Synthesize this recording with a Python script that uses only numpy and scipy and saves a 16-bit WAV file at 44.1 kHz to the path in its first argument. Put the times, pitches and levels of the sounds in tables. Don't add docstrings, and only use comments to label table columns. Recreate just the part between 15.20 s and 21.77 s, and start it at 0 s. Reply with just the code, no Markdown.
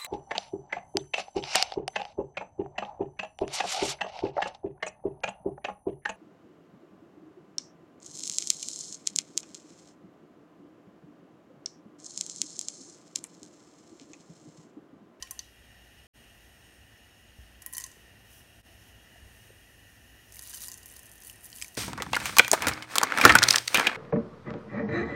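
import sys
import numpy as np
from scipy import signal
from scipy.fft import rfft, irfft
from scipy.io import wavfile

SR = 44100
rng = np.random.default_rng(int(sys.argv[2]) if len(sys.argv) > 2 else 0)


def unload_wav(signal):
    wavfile.write(
        sys.argv[1],
        SR,
        np.round(np.clip(np.atleast_2d(signal).T, -1, 1) * 32767).astype(np.int16),
    )


def natural_amplitude(level_db):
    exponent = np.asarray(level_db, float) / 20
    return 10 ** exponent


N = 289737
CUTOFF_HZ = 15740
POUR_START_S = 5.12


def rms_one(x):
    return x / np.sqrt(np.mean(x ** 2) + 1e-20)


def at_hz(points, hz):
    point_hz, level_db = np.transpose(points)
    return np.interp(np.log(hz), np.log(point_hz), level_db)


def coloured(x, gain):
    hz = np.fft.rfftfreq(len(x), 1 / SR) + 1
    return rms_one(irfft(rfft(x) * gain(hz) * (hz < CUTOFF_HZ), len(x)))


def drift(rate):
    return coloured(rng.standard_normal(N), lambda hz: 1 / (1 + (hz / rate) ** 2))


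def grains(per_s, spread_db):
    sizes = natural_amplitude(spread_db * np.minimum(rng.exponential(1, N), 4)) * rng.choice([-1, 1], N)
    return sizes * (rng.random(N) < per_s / SR)


def swells(rows):
    t = np.arange(N) / SR
    power = 0
    for s, hold, db, rise, fall in rows:
        early, late = np.maximum(s - t, 0), np.maximum(t - s - hold, 0)
        power = power + natural_amplitude(db - rise * early - fall * late) ** 2
    return np.sqrt(power)


def modes(table, t, tilt_db):
    hz, level_db, t60 = np.transpose(table)[:, :, None]
    scatter_db = 2.5 * rng.standard_normal(hz.shape)
    level_db = level_db + tilt_db(hz) + scatter_db - 60 * t / t60
    return np.sum(natural_amplitude(level_db) * np.sin(2 * np.pi * hz * t), axis=0)


# f/Hz, level/dB, t60/s
POT_LOW = [(1030, -13, .08), (1046, -6, .12), (1830, -10, .07), (1903, -1, .12), (1988, -9, .08),
           (2400, -16, .05), (3040, -9, .04)]
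POT_HIGH = [(3850, -5, .03), (4600, -2, .03), (5000, -6, .03), (6165, 0, .04), (6430, -4, .04),
            (7027, -6, .06), (8600, -5, .03), (9030, -5, .04), (9450, -5, .03), (9720, -1, .05),
            (11050, -6, .03), (12400, -5, .03)]


def landings(rows, rattle_t60, metal_db):
    out, t = np.zeros(N + 6000), np.arange(6000) / SR
    hz = np.fft.rfftfreq(len(t), 1 / SR) + 1
    for s, peak_db, centre_hz, spread, rattle_db, ring_db in rows:
        def colour_db(f):
            return np.maximum(-3.5 * (np.log(f / centre_hz) / max(spread, .05)) ** 2, -18)

        noise_band = natural_amplitude(colour_db(hz)) * (hz > 2200) * (hz < CUTOFF_HZ)
        noise = rms_one(irfft(rfft(rng.standard_normal(len(t))) * noise_band, len(t)))
        echo_delay = np.exp(-2j * np.pi * hz * rng.uniform(.0003, .0008))
        bounce = 1 + .7 * rng.uniform(-1, 1) * echo_delay
        tick_band = natural_amplitude(.8 * colour_db(hz)) * (hz > 2000) * (hz < CUTOFF_HZ)
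        lead_in = np.exp(-2j * np.pi * hz * .0002)
        tick = irfft(tick_band * bounce * lead_in, len(t)) * (t < .002)

        hit = tick / np.max(np.abs(tick))
        hit += natural_amplitude(rattle_db + 3.5) * noise * natural_amplitude(-60 * t / rattle_t60) * np.minimum(t / 0.000081, 1)
        hit += natural_amplitude(rattle_db + metal_db) * modes(POT_HIGH, t, lambda f: .7 * colour_db(f))
        hit += natural_amplitude(ring_db) * modes(POT_LOW, t, lambda f: 0 * f)
        at = round(s * SR)
        out[at:at + len(t)] += natural_amplitude(peak_db) * hit
    return out[:N]


# t/s, peak level/dB, centre f/Hz, rattle level re tick/dB
BIG = [(0.0244, -24, 5400, -11), (0.0725, -43, 2600, -10), (0.1097, -19.5, 9800, -18),
       (0.1917, -25.5, 4900, -11), (2.4203, -40, 8500, -4), (2.4625, -17, 11500, -21),
       (2.527, -31, 11500, -11), (2.5349, -22, 9300, -14), (2.5492, -32, 7400, -9),
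       (2.5683, -19, 10000, -17), (2.5813, -12, 8800, -23), (2.6003, -24, 7900, -18),
       (2.6084, -27, 7200, -15), (2.6188, -32, 6200, -14), (2.6397, -25, 7000, -12),
       (2.6637, -33, 8200, -14), (2.7156, -43, 6700, -11)]


def cloves_and_peppercorns():
    rows = []
    for s, db, hz, rattle_db in BIG:
        ring_db = -47.5 + .45 * (db + 22.5) - db
        if s < 1:
            ring_db -= 5
        rows.append((s, db, hz, .34, rattle_db, ring_db))
    return landings(rows, rattle_t60=.032, metal_db=-8)


# t/s, peak level/dB, centre f/Hz
SEEDS = [(5.1228, -34, 9400), (5.1457, -32, 11200), (5.1578, -31, 9600), (5.1679, -30, 11200),
         (5.193, -21.5, 8200), (5.2122, -36, 7800), (5.2222, -28, 10000), (5.227, -33, 8600),
         (5.2376, -34, 9000), (5.2744, -32, 10600), (5.297, -33, 8700), (5.3071, -29, 8600),
         (5.3304, -32, 7000), (5.3383, -25, 7600), (5.3446, -23, 8700), (5.349, -25, 8600),
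         (5.3717, -28, 11000), (5.4058, -28, 9300), (5.4187, -26, 8100), (5.4561, -30, 8500),
         (5.4726, -27, 10400), (5.4832, -19, 9500), (5.4998, -33, 8100), (5.5171, -21, 8600),
         (5.5219, -32, 6100), (5.5331, -33, 7400), (5.5417, -26, 7800), (5.5759, -34, 10200),
         (5.581, -38, 7500), (5.6317, -41, 9000),
         (5.6587, -26, 11300), (5.6889, -38, 10600), (5.699, -39, 8200), (5.7243, -39, 11300),
          (5.7378, -37, 10400), (5.7657, -33, 10900), (5.7924, -30, 9300), (5.8317, -37, 10800),
          (5.8573, -35, 10500), (5.866, -38, 8800), (5.9157, -35, 9700), (5.9799, -40, 9300),
          (6.0219, -38, 5800), (6.0356, -34, 11400), (6.0483, -31, 11000), (6.0709, -30, 10900),
          (6.0788, -33, 11400), (6.0976, -30, 7500), (6.1288, -39, 9000), (6.2558, -30, 9900),
          (6.3286, -31, 4500), (6.3616, -29.5, 8200), (6.3715, -33, 10300), (6.3853, -32, 8000),
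          (6.4154, -24, 6300), (6.4228, -20, 6600), (6.4452, -26, 7200), (6.4813, -33, 8200),
          (6.544, -37, 11000), (6.551, -32, 5900)]


def seeds():
    pour_s = N / SR - POUR_START_S
    count = int(30 * pour_s)
    when, size, tone = rng.random(count), rng.standard_normal(count), rng.standard_normal(count)
    strays = np.c_[POUR_START_S + when * pour_s, -42 + 1.8 * size, 10500 * natural_amplitude(1.6 * tone)]
    rows = []
    for s, db, hz in [*SEEDS, *strays]:
        spread = .33 * rng.uniform(.75, 1.25)
        rattle_db = -16 - .5 * (db + 28.5)
        rows.append((s, db, hz, spread, rattle_db, -33))
    return landings(rows, rattle_t60=.015, metal_db=-7.5)


# t at full flow/s, hold/s, level/dB, body level/dB
SHOWERS = [(5.153, 0.045, -57, 0), (5.255, .055, -48, 2), (5.36, .014, -44, 0), (5.422, .02, -44, 3),
           (5.456, .012, -46, -2), (5.655, .01, -61, -4), (5.76, 0.011, -55, 1), (6.049, 0.055, -51.5, -4),
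           (6.25, .022, -47, -12), (6.358, .04, -51.5, -3), (6.422, .008, -46, 2), (6.445, .004, -50, 3.5),
           (6.538, .01, -63, -5)]


def seed_flow(body):
    rows = [(s, hold, db + body * body_db, 300, 600) for s, hold, db, body_db in SHOWERS]
    trickle = (POUR_START_S, 9, -64 - 3 * body, 1000, 0)
    return swells(rows + [trickle])


# f/Hz, level per Hz/dB
PATTER_COLOUR = [(2500, -8), (3500, -11.5), (4800, -7.5), (6200, -5), (8000, -4.5), (9500, 2), (12000, -2),
                 (15700, -1)]


def patter():
    t = np.arange(6000) / SR
    ticks = grains(2400, spread_db=3.2) * natural_amplitude(2.5 * drift(50))
    pitches, dealt = np.geomspace(3500, 15000, 16), rng.integers(0, 16, N)
    blips = 0
    for k, pitch in enumerate(pitches):
        r = natural_amplitude(-60 * pitch / (16.0 * SR))
        w = 2 * np.pi * pitch / SR
        own_ticks = ticks * (dealt == k) + 1e-18
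        ring = signal.lfilter([0, 1], [1, -2 * r * np.cos(w), r * r], own_ticks)
        blips = blips + ring * np.sin(w) * np.sqrt(1 - r)
    bright = coloured(blips, lambda hz: natural_amplitude(at_hz(PATTER_COLOUR, hz)))
    high = rms_one(signal.fftconvolve(ticks, modes(POT_HIGH, t, lambda f: 0 * f))[:N])
    low = rms_one(signal.fftconvolve(ticks, modes(POT_LOW, t, lambda f: 0 * f))[:N])
    shower = bright + natural_amplitude(-10) * high + natural_amplitude(-25) * low
    body_gain = 1 / (1 + (np.fft.rfftfreq(N, 1 / SR) / 7400) ** 8)
    body = irfft(rfft(shower) * body_gain, N)
    return seed_flow(body=1) * body + seed_flow(body=0) * (shower - body)


def swings(rows):
    out, t = np.zeros(N + 9000), np.arange(9000) / SR
    for s, peak_db, start_hz, end_hz, t60 in rows:
        pitch = end_hz + (start_hz - end_hz) * np.exp(-t / (.2 * t60))
        envelope = natural_amplitude(-60 * t / t60) * (1 - np.exp(-t / (.03 * t60)))
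        swing = np.sin(2 * np.pi * np.cumsum(pitch) / SR) * envelope
        at = round(s * SR)
        out[at:at + len(t)] += natural_amplitude(peak_db) * swing / np.max(np.abs(swing))
    return out[:N]


# t/s, peak level/dB, f/Hz
RINGS = [(0.0242, -36, 4950), (0.0242, -32, 6060), (.0245, -37, 3035), (.025, -49.5, 1053),
         (.11, -47, 1053), (.1115, -34, 6130), (0.1929, -32, 4480), (0.1909, -28, 6150),
         (2.4625, -29, 12400), (2.5355, -33, 9720), (2.5535, -33, 6130), (2.569, -31, 9720),
         (2.582, -42, 3050), (2.64, -34, 6150), (2.5535, -40, 14000), (5.34, -42, 3050), (5.488, -38, 4800),
         (5.485, -40, 5150), (2.64, -47, 1046), (2.64, -45, 1903), (.025, -44, 1903), (6.4232, -32, 5100)]
# t/s, peak level/dB, start f/Hz
BUBBLES = [(.0725, -46, 2250), (2.549, -40, 4400), (2.5535, -40, 4300), (2.6397, -34, 4250),
           (5.168, -46, 2200), (5.193, -35, 4800), (5.334, -43, 1620), (5.632, -43, 4700),
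           (6.098, -35, 2870), (6.3285, -37.5, 3020), (6.385, -41, 3000), (6.415, -36, 2294),
           (6.4225, -30, 2390), (6.4225, -40, 1740), (6.4225, -53, 1280), (6.4235, -30.5, 3050),
           (6.4245, -19.5, 7900), (6.446, -35, 2270)]


def rings_and_bubbles():
    rows = [(s, db, hz, hz, 114 / hz) for s, db, hz in RINGS]
    rows += [(s, db, hz, 1.033 * hz, 33 / hz) for s, db, hz in BUBBLES]
    return swings(rows)


# t/s, level/dB
FIZZ = [(0, -69.5), (.4, -70.5), (1.1, -68), (2.15, -70.5), (2.8, -66), (2.95, -69.5), (3.3, -67),
        (4.05, -68), (5.08, -65), (6.57, -70)]
# t at its height/s, hold/s, level/dB, build/(dB/s)
GUSHES = [
    (2.22, .01, -68, 150),
    (3.12, .075, -59.5, 150),
    (3.66, .03, -65, 60),
    (4.22, .05, -64, 50),
    (4.75, .02, -72, 50),
]


def fizz_level():
    s, level_db = np.transpose(FIZZ)
    steady = natural_amplitude(np.interp(np.arange(N) / SR, s, level_db, left=-120))
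    return np.hypot(steady, swells([(*row, 300) for row in GUSHES]))


# f/Hz, level per Hz/dB
FIZZ_COLOUR = [(4000, -18), (6000, -3), (7000, -9.5), (7800, -9.5), (10000, -4.5), (13000, -6),
               (15700, -8.5)]


def fizz():
    bursts = coloured(grains(9000, spread_db=1.5), lambda hz: natural_amplitude(at_hz(FIZZ_COLOUR, hz)))
    return fizz_level() * natural_amplitude(0.62 * drift(24)) * bursts


# t/s, peak level/dB, start f/Hz, end f/Hz, t60/s
BUMPS = [
    (2.186, -42, 80, 45, .18),
    (4.026, -47, 70, 55, .1),
    (4.057, -47.5, 60, 50, .1),
    (4.3035, -47, 600, 250, .025),
    (3.958, -52, 720, 700, .04),
    (2.768, -51, 500, 300, .025),
]


def stand_bumps():
    return swings(BUMPS)


# f/Hz, level per Hz/dB
HOOD = [(15, -52), (30, -24), (58, 1), (110, -10.5), (250, -10), (500, -16.5), (900, -21.5), (1150, -24),
        (1600, -17), (2150, -24), (2700, -13.5), (3500, -26), (6500, -29), (7700, -50), (15700, -45)]
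# f/Hz, width/Hz, level per Hz/dB
FLAME = [(59, 14.4, -2), (104, 24.5, -1.5), (230, 5.3, -14), (708, 210, -16), (1829, 140, -10),
         (1960, 45, -13.5), (2403, 13, -13), (2700, 26, -23.5), (2863, 37, -6.5), (2983, 30, -11),
         (3244, 25, -11.5), (3777, 146, -23), (4200, 130, -32.5), (5420, 115, -19.5), (6740, 410, -24),
         (8590, 290, -21), (9730, 330, -27.5), (11440, 340, -27.5), (14700, 11, -25)]


def hood_and_flame():
    hz = np.fft.rfftfreq(N, 1 / SR) + 1
    air, hiss = rfft(rng.standard_normal((2, N))) * (hz < CUTOFF_HZ)
    out = irfft(air * natural_amplitude(at_hz(HOOD, hz)), N)
    for centre_hz, width, db in FLAME:
        peak = natural_amplitude(db) / (1 + (2 * (hz - centre_hz) / width) ** 2) ** 0.78
        waver_db = 2.4 if centre_hz > 8000 else 1.4
        out += natural_amplitude(waver_db * drift(1.2)) * irfft(hiss * peak, N)
    return natural_amplitude(-56 + 0.53 * drift(3.8)) * rms_one(out)


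def kitchen(x, t60):
    t = np.arange(SR // 2) / SR
    dull_noise = signal.lfilter([1], [1, -.3], rng.standard_normal(len(t)))
    tail = dull_noise * natural_amplitude(-60 * t / t60) * (t > .004)
    return signal.fftconvolve(x, tail / np.sqrt(np.sum(tail ** 2)))[:N]


def scene():
    spices = cloves_and_peppercorns() + patter() + seeds()
    thin = signal.butter(4, 890, "high", fs=SR, output="sos")
    spices = signal.sosfilt(thin, spices)
    room = natural_amplitude(-12.5) * kitchen(spices, t60=0.43)
    chirps = natural_amplitude(-2.0) * rings_and_bubbles()
    background = fizz() + hood_and_flame() + stand_bumps()
    return (spices + room + chirps + background)[None]


# t fade-out begins/s, t silent from/s, t silent until/s, t back in full/s
EDITS = [
    (0.8691, 0.866, 0.934, .958),
    (3.401, 3.428, 3.42, 3.464),
]


def scene_changes(x):
    t, floor = np.arange(N) / SR, natural_amplitude(-62)
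    return x * np.prod([np.interp(t, row, [1, floor, floor, 1]) for row in EDITS], axis=0)


SHARP = [
    2.42,
    2.462,
    2.527,
    5.123,
    5.192,
    5.517,
    5.659,
    6.551,
]


def top_end(x):
    hz, t = np.fft.rfftfreq(N, 1 / SR), np.arange(N) / SR
    spectrum = rfft(x)
    below = irfft(spectrum * (hz < CUTOFF_HZ), N)
    above = irfft(spectrum * (hz >= CUTOFF_HZ) * (hz < 16650), N)
    opening = sum(np.exp(-((t - s - .001) / .003) ** 2) for s in SHARP)
    return below + opening * above


def top_cut(x):
    return signal.sosfilt(signal.butter(12, 16830, fs=SR, output="sos"), x)


def record(dry):
    mix = top_end(scene_changes(natural_amplitude(-0.75) * dry))
    return top_cut(mix)


dry = scene()
out = record(dry)
unload_wav(out)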